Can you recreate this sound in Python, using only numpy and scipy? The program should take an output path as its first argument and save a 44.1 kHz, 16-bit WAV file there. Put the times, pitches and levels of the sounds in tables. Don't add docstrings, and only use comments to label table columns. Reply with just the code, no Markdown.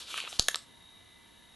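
import sys
import numpy as np
from scipy import signal
from scipy.fft import rfft, irfft
from scipy.io import wavfile

SR = 44100
rng = np.random.default_rng(int(sys.argv[2]) if len(sys.argv) > 2 else 0)


def decibels_to_gain(level_db):
    exponent = np.asarray(level_db, float) / 20
    return 10 ** exponent


def waveform_to_disk(signal):
    frames = np.transpose(np.atleast_2d(signal))
    scaled = np.clip(frames, -1, 1) * 32767
    samples = np.round(scaled).astype(np.int16)
    wavfile.write(sys.argv[1], SR, samples)


N = 68355


def rms_one(x):
    return x / np.sqrt(np.mean(x ** 2) + 1e-20)


def at_hz(points, hz):
    table_hz, values = np.transpose(points)
    return np.interp(np.log(hz), np.log(table_hz), values)


def drift(rate_hz):
    r = np.exp(-2 * np.pi * rate_hz / SR)
    noise = rng.standard_normal(N + SR)
    settled = signal.lfilter([1], [1, -2 * r, r * r], noise)[SR:]
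    return rms_one(settled)


def high_pass(x, hz):
    return signal.sosfilt(signal.butter(1, hz, "high", fs=SR, output="sos"), x)


def band(x, low_hz, high_hz):
    edges = [low_hz, min(high_hz, SR / 2.2)]
    return signal.sosfilt(signal.butter(2, edges, "band", fs=SR, output="sos"), x)


def ring(clicks, hz, t60):
    r, w = decibels_to_gain(-60 / (t60 * SR)), 2 * np.pi * hz / SR
    return signal.lfilter([0, np.sin(w)], [1, -2 * r * np.cos(w), r * r], clicks + 1e-18)


def clicks_at(s, db):
    out = np.zeros(N)
    np.add.at(out, (np.atleast_1d(s) * SR).astype(int), decibels_to_gain(np.atleast_1d(db)))
    return out


def rustle():
    # (time [s], rustle level [dB], resonance centre [Hz],
    # treble re rustle [dB], low-mid re rustle [dB])
    rubs = [(0.0, -45, 3780, -2, -8), (0.054, -53.5, 3780, -8.5, -12.5), (0.11, -42, 3440, -5.5, -10),
            (0.138, -43.5, 2900, -8.5, -16), (0.184, -35.5, 3140, -11, -6), (0.21, -41, 3260, -12, -13.5),
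            (0.262, -46.5, 3040, -15, -8), (0.276, -42, 3020, -17.5, -8), (0.298, -53, 3400, 7.5, -11),
            (0.326, -45.5, 3530, -8, -10), (0.348, -46, 3900, -6.5, -14.5), (0.388, -53.5, 3660, -0.5, -10),
            (0.39, -33.5, 3750, -5, -0.5)]
    # (frequency [Hz], gain [dB])
    sheen_gain = [(2940, -30), (5000, -9.5), (8570, -15), (10600, -20.5), (11400, -11.5), (12000, -17),
                  (15600, -47), (22000, -120)]
    rub_ends_s, fade_db_per_s = 0.3675, 405
    width_hz = 1410
    grains_per_s, grain_spread_db = 3300, 1.5
    smooth, extra_smooth = 0.68, 3.7

    t = np.arange(N) / SR
    s, *columns = np.transpose(rubs)
    level_db, hz, treble_db, low_db = [np.interp(t, s, c) for c in columns]
    level_db = level_db - fade_db_per_s * np.maximum(t - rub_ends_s, 0)

    heights = decibels_to_gain(grain_spread_db * np.minimum(rng.exponential(1, N), 5))
    sizes = heights * rng.choice([-1, 1], N)
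    born = rng.random(N) < grains_per_s * decibels_to_gain(3 * drift(40)) / SR
    grains = rms_one(sizes * born) + smooth * rng.standard_normal(N)
    silky = grains + extra_smooth * rng.standard_normal(N)

    mid = np.zeros(N)
    for k, centre in enumerate(np.geomspace(2250, 6000, num=12)):
        weight = np.exp(-((centre - hz) / width_hz) ** 2)
        mid += weight * (-1) ** k * band(grains, centre / 1.06, centre * 1.06)

    sheen = np.zeros(N)
    edges = np.geomspace(5000, 12000, num=7)
    for k, (a, b) in enumerate(zip(edges, edges[1:])):
        gain = decibels_to_gain(at_hz(sheen_gain, np.sqrt(a * b)))
        sheen += gain * (-1) ** k * band(silky, a, b)

    low = band(silky, 980, 1680)
    drag = decibels_to_gain(-64.5 + 0.4 * (level_db + 47)) * rms_one(band(silky, 248, 654))
    foil = rms_one(mid) + decibels_to_gain(treble_db) * rms_one(sheen) + decibels_to_gain(low_db) * rms_one(low)
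    return drag + decibels_to_gain(level_db) * foil


def motor():
    # (frequency [Hz], width [Hz], level [dB])
    housing = [(943.5, 59, -71), (1740, 87, -72.5), (2019, 63, -68.5), (2294, 41, -73.5), (2900, 40, -78.5),
               (3660, 150, -73.5), (3781, 87, -60.5)]
    motor_hz, turn_begins_s = 29.97, 0.0031
    waver_db = 3

    turn = 2 * np.pi * motor_hz * (np.arange(N) / SR - turn_begins_s)
    out = np.zeros(N)
    for hz, width_hz, db in housing:
        k = np.arange(1, 160, 2)
        answer = (1 / (1 + 2j * (k * motor_hz - hz) / width_hz)) ** 2
        strongest = np.argsort(-np.abs(answer))[:8]
        tone = np.real(answer[strongest] @ np.exp(1j * k[strongest, None] * turn))
        out += decibels_to_gain(db + waver_db * drift(6.7)) * tone
    return out


def hiss():
    # (frequency [Hz], relative spectral level [dB])
    colour = [(15, -37), (25, -3.5), (75, 0), (163, -5), (216, 0.5), (560, -9.5), (687, -5.5), (844, -9.5),
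              (936, -6.5), (1060, -8.5), (1410, -14), (1730, -10.5), (1870, -16.5), (2020, -5.5),
              (2180, -14.5), (2550, -17), (2900, -7.5), (3470, -11), (3750, -3), (4150, -13), (5100, -21.5),
              (5950, -17), (8310, -23), (10200, -14.5), (11600, -17), (15100, -43), (22000, -120)]
    # (frequency [Hz], coefficient [-1 to 1])
    likeness = [(60, 0.77), (130, 0.65), (270, -0.18), (590, -0.18), (1260, 0.65), (2690, 1), (5770, 0.88),
                (12300, 1)]

    hz = np.maximum(np.arange(N // 2 + 1) * SR / N, 1)
    alike = np.clip(at_hz(likeness, hz), -1, 1)
    mid, side = rfft(rng.standard_normal((2, N))) * decibels_to_gain(at_hz(colour, hz))
    spectra = np.sqrt(1 + alike) * mid + np.sqrt(1 - alike) * side * [[1], [-1]]
    return decibels_to_gain(-59) * rms_one(irfft(spectra, N))


def room(x):
    # (delay [s], level [dB])
    echoes = [(.0046, -24.5), (0.0101, -27.5), (0.0117, -26.5), (.028, -23.5)]
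    t60_s, builds_s = 0.26, 0.0088
    tail_db, side_db = -13.5, -15.5
    grain_db = 2.5

    t = np.arange(SR // 2) / SR
    shape = (1 - np.exp(-t / builds_s)) * decibels_to_gain(-60 * t / t60_s)
    shape = decibels_to_gain(tail_db) * shape / np.sqrt(np.sum(shape ** 2))
    mid, side = rng.standard_normal((2, len(t))) * shape
    mid = mid * decibels_to_gain(grain_db * (drift(240)[:len(t)] - 1))
    for s, db in echoes:
        mid[int(s * SR)] += decibels_to_gain(db)

    x = high_pass(x, 303)
    x = x + decibels_to_gain(-3) * high_pass(x, 5160)
    mid, side = signal.fftconvolve(x[None], np.array([mid, side]), axes=1)[:, :N]
    return mid + decibels_to_gain(side_db) * side * [[1], [-1]]


def snaps():
    # (time [s], level [dB], crease pitch [Hz], tick re level [dB],
    # high, middle and low packet modes re level [dB])
    snap_table = [(0.1418, -27.5, 2980, -17, -18, -22.5, -50),
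                  (0.1776, -22.5, 2840, -15.5, -34, -22.5, -13.5), (0.2025, -21, 2940, -15, -38, -44, -49),
                  (.211, -41, 3000, -21, -18, -20, -45.5), (0.226, -32, 2700, -38, -29, -28, -33),
                  (0.2388, -38, 2730, -13.5, -23, -21, -14), (0.25, -32.5, 2780, -39, -21.5, -21, -25),
                  (.276, -33, 2690, -38, -14, -11.5, -9), (.328, -28.5, 3580, -27.5, -25.5, -22, -11.5),
                  (.3953, -4.5, 4455, -7, -58, -47.5, -26.5),
                  (0.4839, -10.5, 3635, -8, -19.5, -22.5, -23.5),
                  (0.4857, -19.5, 3560, -3.5, -9.5, -36, -18.5), (0.5451, -15, 3710, -26, -12, -22.5, -28),
                  (0.5574, -20.5, 4230, -8.5, -21.5, -11.5, -27)]
    # (frequency [Hz], level [dB], t60 [s])
    packet_modes = [(520, -8.5, 0.0123), (735, -4, 0.017), (1258, -2.5, .016), (1744, -2, .012),
                    (2060, -10.5, 0.0078)]
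    # (frequency [Hz], level [dB], t60 [s])
    foil_modes = [(5300, -3.5, 0.0061), (6640, 1.5, 0.0035), (7390, -1.5, 0.0057), (8380, -6, 0.004),
                  (9510, 0, 0.0045), (11350, -11, 0.0034)]
    crease_cycles, crease_width = 12.2, 1.71
    crease_db, tick_db, packet_db = 3.5, 3.5, 3.5
    tick_t60_s = 0.006

    t = np.arange(N) / SR
    creases, bright, body = np.zeros((3, N))
    noise = rng.standard_normal(N)
    strike = rng.normal(0, 6.3, (len(snap_table), len(packet_modes) + len(foil_modes)))
    for (s, db, hz, treble_db, *body_db), luck in zip(snap_table, strike):
        crease = ring(clicks_at(s, db + crease_db), hz, crease_cycles / hz)
        for _ in range(2):
            crease = band(crease, hz / crease_width, hz * crease_width)
        creases += crease

        decay_db = -60 * np.abs(t - s) / tick_t60_s
        bright += noise * decibels_to_gain(db + treble_db + tick_db + decay_db) * (t >= s)
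        for k, ((f, g, t60), d) in enumerate(zip(foil_modes, luck[len(packet_modes):])):
            bright += ring(clicks_at(s, db + treble_db + g + d), f, t60) * (-1) ** (k + 1)

        for (f, g, t60), d in zip(packet_modes, luck):
            group_db = body_db[2 - np.searchsorted((1000, 1500), f)]
            body += ring(clicks_at(s, db + group_db + packet_db + g + d), f, t60)
    return creases + band(bright, 4800, 11100) + band(body, 420, 2430)


def push():
    # (time [s], level [dB])
    jolts = [(.3956, -21)]
    rise_hz, fall_hz, swing_hz = 1460, 59, 4.5
    clicks = clicks_at(*np.transpose(jolts)) + 1e-18
    drop = signal.lfilter([-1], [1, -np.exp(-2 * np.pi * fall_hz / SR)], clicks)
    rounded = signal.sosfilt(signal.cheby1(3, 1, rise_hz, fs=SR, output="sos"), drop)
    return high_pass(rounded, swing_hz)


def scene():
    near = snaps() + rustle()
    jolt = push()
    shifted = near - 3.5e-6 * SR * np.gradient(near) * [[-1], [1]]
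    direct = shifted * decibels_to_gain(0.2 * np.array([[1], [-1]]))
    return direct + jolt + room(near + jolt) + motor() + hiss()


def top_cut(x):
    return signal.sosfilt(signal.butter(12, 12940, fs=SR, output="sos"), x)


def record(dry):
    low_pass = signal.ellip(7, 0.5, 38, 11640, fs=SR, output="sos")
    finished = signal.sosfilt(low_pass, dry)
    return top_cut(finished)


dry = scene()
out = record(dry)
waveform_to_disk(out)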